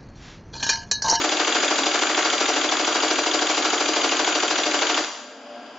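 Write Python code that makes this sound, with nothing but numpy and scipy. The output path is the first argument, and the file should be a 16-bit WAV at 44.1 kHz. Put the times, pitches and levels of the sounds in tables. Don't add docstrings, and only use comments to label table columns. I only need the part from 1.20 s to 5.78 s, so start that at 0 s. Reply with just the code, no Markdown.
import sys
import numpy as np
from scipy import signal
from scipy.fft import rfft, irfft, next_fast_len
from scipy.io import wavfile
from scipy.ndimage import map_coordinates

SR = 44100
rng = np.random.default_rng(int(sys.argv[2]) if len(sys.argv) > 2 else 0)


def log_audio(samples):
    frames = np.atleast_2d(samples).T
    limited = np.clip(frames, -1, 1)
    pcm = np.round(limited * 32767).astype(np.int16)
    wavfile.write(sys.argv[1], SR, pcm)


N = 202013

LEAD = SR // 2
SPAN = N + LEAD
TIME = (np.arange(SPAN) - LEAD) / SR  # [s], zero where the audible part begins
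AGE = np.arange(SR // 2) / SR


def amp(db):
    return 10 ** (np.asarray(db) / 20)


def unit(x):
    return x / np.sqrt(np.mean(x ** 2) + 1e-20)


def along(points, hz):
    f, v = np.transpose(points)
    return np.interp(np.log(hz + 1), np.log(f), v)


def fade(t, t60):
    return np.exp(-np.log(1000) * t / t60)


def wobble(rate):
    knots = rng.standard_normal(SR // 100)
    return map_coordinates(knots, [np.arange(SPAN) * rate / SR], mode="wrap")


def filtered(x, response):
    m = next_fast_len(SPAN + SR // 4, True)
    gain = response(np.fft.rfftfreq(m, 1 / SR))
    return irfft(rfft(x, m) * gain, m)[..., :x.shape[-1]]


def resonance(f, hz, width):
    return 1j * f * width / (hz * hz - f * f + 1j * f * width)


def add(track, s, sound):
    start = max(int((s * SR) + LEAD), 0)
    stretch = track[..., start:][..., :sound.shape[-1]]
    stretch += sound[..., :stretch.shape[-1]]


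def turns(count=49, lead_count=6):
    first_turn_s, turn_s = 0.0402, 0.077755
    jitter_s = .0003
    punch_scatter_db = 0.65
    return_db, return_scatter_db = -1, 2
    escape_db, escape_scatter_db = 1.37, 0.5
    column = np.arange(-lead_count, count)
    late, punch, fall, step = rng.standard_normal((len(column), 4)).T
    starts = first_turn_s + turn_s * column + jitter_s * late
    return (starts, punch_scatter_db * punch,
            return_db + return_scatter_db * fall, escape_db + escape_scatter_db * step)


def contacts(parts, times, strengths_db, alike=0, jitter=0):
    out, t, alike = np.zeros((2, SPAN)), AGE[:SR // 12], np.clip(alike, 0, 1)
    bite = 1 - fade(t, 0.00077)
    for delay, db, hz, width, t60 in parts:
        track = np.zeros((2, SPAN))
        habit = rng.standard_normal((2, len(t)))
        envelope = amp(db) * bite * fade(t, t60)
        for s, strength_db in zip(times, strengths_db):
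            fresh = rng.standard_normal(habit.shape)
            chatter = np.sqrt(alike) * habit + np.sqrt(1 - alike) * fresh
            add(track, s + delay + jitter * rng.normal(), amp(strength_db) * envelope * chatter)
        ringing = signal.lfilter(*signal.iirpeak(hz, hz / width, SR), track)
        out += ringing * np.sqrt(SR / np.pi / width)
    return out


def clatter(s, punch_db, return_db, escape_db):
    # (delay [s], relative level [dB], resonance [Hz], bandwidth [Hz], t60 of the burst [s])
    punch_parts = [(-.0065, -7, 4700, 1003, 0.33), (-.003, -3.5, 5870, 416, 0.18),
                   (-.0035, -6.5, 3920, 2370, 0.05), (.0002, -0.5, 1404, 715, 0.011),
                   (.0018, -0.5, 3030, 4000, 0.031), (.0035, -7, 3560, 790, 0.068),
                   (.0045, 2, 1240, 700, 0.0022), (.0052, 3, 5370, 4100, 0.026),
                   (.0085, -2.5, 2330, 1696, 0.038)]
    return_parts = [(.0125, -7.5, 1190, 948, 0.1), (.0165, -3.5, 2340, 2380, 0.031),
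                    (.0145, -6.5, 6060, 2950, 0.26), (.02, -10.5, 1374, 483, 0.051),
                    (.0355, -8.5, 2290, 933, 0.015), (.037, -11.5, 1054, 472, 0.093)]
    escape_parts = [(.0502, -2, 3390, 490, 0.036), (.0505, -7, 1700, 296, 0.0099),
                    (.052, -6, 6530, 370, 0.065), (.054, -6.5, 2690, 890, 0.035),
                    (.0545, -8, 820, 680, 0.02), (0.055, -8.5, 1580, 1346, 0.04)]
    # (time [s], relative level [dB], resonance [Hz], bandwidth [Hz], t60 of the burst [s])
    stop_parts = [(3.8395, -2.5, 3700, 4600, 0.027), (3.8455, -1, 3400, 4000, 0.036),
                  (3.843, -7.5, 770, 900, 0.03), (4.463, -22, 4000, 5000, 0.026)]
    # (frequency [Hz], bandwidth [Hz], gain [dB])
    steel = [(1184, 49, -10.5), (1380, 110, -3.5), (1604, 53, -11), (1950, 20, -8.5), (2190, 54, -5),
             (2823, 88, -4.5), (3040, 34, -6), (4080, 30, -2), (4800, 74, 2.5), (5680, 94, -7.5),
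             (7120, 120, -4)]
    hits = contacts(punch_parts, s, punch_db, alike=0.21, jitter=.0003)
    hits += contacts(return_parts, s, return_db, alike=.3, jitter=.0004)
    hits += contacts(escape_parts, s[:-1], escape_db[:-1], jitter=.0002)
    hits += contacts(stop_parts, [0], [0])
    metal = amp(-22.0) * hits + amp(-34.0) * rattle(s[-1] + 0.018)

    def steel_response(f):
        return 1 + sum(amp(db) * resonance(f, hz, width) for hz, width, db in steel)

    return filtered(metal, steel_response)


def thumps(times, strengths_db, blow_delay, scatter_db, jitter):
    # (delay [s], relative level [dB], frequency [Hz], t60 [s])
    knocks = [(-.0005, -22, 880, 0.015), (.005, -10.5, 1040, 0.0068), (.0058, -12.5, 747, 0.0076),
              (.0012, -28.5, 336, 0.021), (.0075, -20, 362.3, 0.046), (.0185, -22, 730, 0.018),
              (.0283, -19, 577, 0.013), (0.0287, -25, 315, 0.032), (.036, -25, 346, 0.022),
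              (0.0577, -22.5, 354, .018)]
    # (frequency [Hz], relative level [dB], t60 [s])
    frame = [(308, -31.5, 0.43), (361.7, -34.5, 0.39), (446, -35.5, 0.33), (573.1, -35.5, 0.35),
             (602.5, -33.5, 0.2), (717, -38, 0.28), (805, -42.5, 0.5)]
    out = np.zeros(SPAN)

    def ring(db, hz, t60):
        level = amp(db + scatter_db * rng.normal())
        return level * np.sin(2 * np.pi * hz * AGE) * fade(AGE, t60)

    soft_contact = 1 - fade(AGE, .005)
    for s, punch_db in zip(times, strengths_db):
        for delay, db, hz, t60 in knocks:
            add(out, s + delay + jitter * rng.normal(), ring(db + punch_db, hz, t60) * soft_contact)
        for hz, db, t60 in frame:
            add(out, s + blow_delay, ring(db + punch_db, hz, t60))
    return filtered(out, lambda f: f ** 4 / (f ** 4 + 150 ** 4))


def rattle(end):
    # (frequency [Hz], relative density level [dB per Hz])
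    spectrum = [(35, -29.5), (100, -6.5), (200, -2.5), (280, 15.5), (450, 0), (700, 7), (1400, 1),
                (1900, 0.5), (3000, -0.5), (4400, -1.5), (7300, -31)]
    running = fade(np.maximum(TIME - end, 0), 0.086)
    noise = rng.standard_normal((2, SPAN))
    chatter = unit(filtered(noise, lambda f: amp(along(spectrum, f))))
    return running * chatter * amp(0.87 * wobble(37))


def motor():
    # (frequency [Hz], relative density level [dB per Hz])
    whirr_spectrum = [(60, -54), (130, -17), (180, -20.5), (245, -2), (390, -16), (600, -13), (720, -11.5),
                      (950, -16), (1500, -19.5), (2100, -26), (3100, -20.5), (4200, -31), (4850, -17.5),
                      (5300, -23.5), (7200, -32.5)]
    # (frequency [Hz], relative level [dB])
    whine = [(243, -54), (269, -49.5), (463, -60), (595, -53.5), (705, -56), (1367, -59.5), (1610, -60)]
    # (frequency [Hz], relative level at the peak [dB])
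    swell = [(587, -43), (705, -48), (790, -56)]
    whirr_db, rise_db = -47, 4
    rise_s, rise_length_s = 4.23, .08
    swell_s, swell_width_s = 4.335, 0.088
    waver_db = 2.5
    noise = rng.standard_normal((2, SPAN))
    whirr = unit(filtered(noise, lambda f: amp(along(whirr_spectrum, f))))
    rise = .5 + .5 * np.tanh((TIME - rise_s) / rise_length_s)
    out = amp(whirr_db + rise_db * rise + 0.55 * wobble(30)) * whirr

    def tone(hz, db):
        level = amp(db + waver_db * wobble(9.4))
        return level * np.sin(2 * np.pi * hz * TIME + 1.52 * wobble(17))

    swelling = np.exp(-((TIME - swell_s) / swell_width_s) ** 2)
    out[0] += sum(tone(hz, db) for hz, db in whine)
    out[0] += sum(tone(hz, db) for hz, db in swell) * swelling
    return out


def room(x):
    # (frequency [Hz], t60 [s])
    decay = [(200, 1), (400, 0.61), (1000, 0.98), (3000, 0.98), (7000, 0.91)]
    # (frequency [Hz], relative level [dB])
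    wet = [(200, -8), (450, -11), (800, -4.5), (1300, -4.5), (3000, -6), (7000, -1)]
    hz, t, z = signal.stft(rng.standard_normal((2, SR)), SR, nperseg=256)
    shape = fade(t, along(decay, hz)[:, None])
    shape *= amp(along(wet, hz))[:, None] / np.sqrt(SR * np.mean(shape ** 2, axis=1, keepdims=True))
    tail = signal.istft(z * shape, SR, nperseg=256)[1]
    first_wall = SR // 150
    return signal.fftconvolve(np.pad(x, (first_wall, 0))[None], tail, axes=1)[:, :SPAN]


def scene():
    # (frequency [Hz], gain of the side signal [dB])
    side_gain = [(100, -27), (300, -25), (900, -15.5), (1600, -12), (2700, -9), (4700, -7), (7300, -7.5)]
    s, punch_db, return_db, escape_db = turns()
    machine = clatter(s, punch_db, return_db, escape_db)
    machine[0] += thumps(s, punch_db, blow_delay=0.00314, scatter_db=2.0, jitter=.0001)
    mid, side = machine + room(machine[0]) + motor()
    side = filtered(side, lambda f: amp(along(side_gain, f)))
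    balance_db = [[.75], [-.75]]
    return np.array([mid + side, mid - side])[:, LEAD:] * amp(balance_db)


def record(dry):
    # (frequency [Hz], gain [dB])
    mic = [(30, 9.5), (120, -10.5), (190, -8.5), (260, -2), (500, 5), (1000, 2.5), (1600, 5), (1850, 2),
           (2200, 4), (3500, 2), (4400, -1.5), (5000, -1.5), (6200, -4.5), (7200, 2)]
    notch_hz, edge_hz, top_hz = 5450, 7310, 9050

    def response(f):
        notch = (f - notch_hz) ** 2 / ((f - notch_hz) ** 2 + 140 ** 2)
        edge = 1 / np.sqrt(1 + (f / edge_hz) ** 400)
        faint_band = np.exp(-((f - 8830) / 130) ** 2) * (f < top_hz)
        return amp(along(mic, f)) * notch * (edge + amp(-19) * faint_band)

    return filtered(dry, response)


dry = scene()
out = record(dry)
log_audio(out)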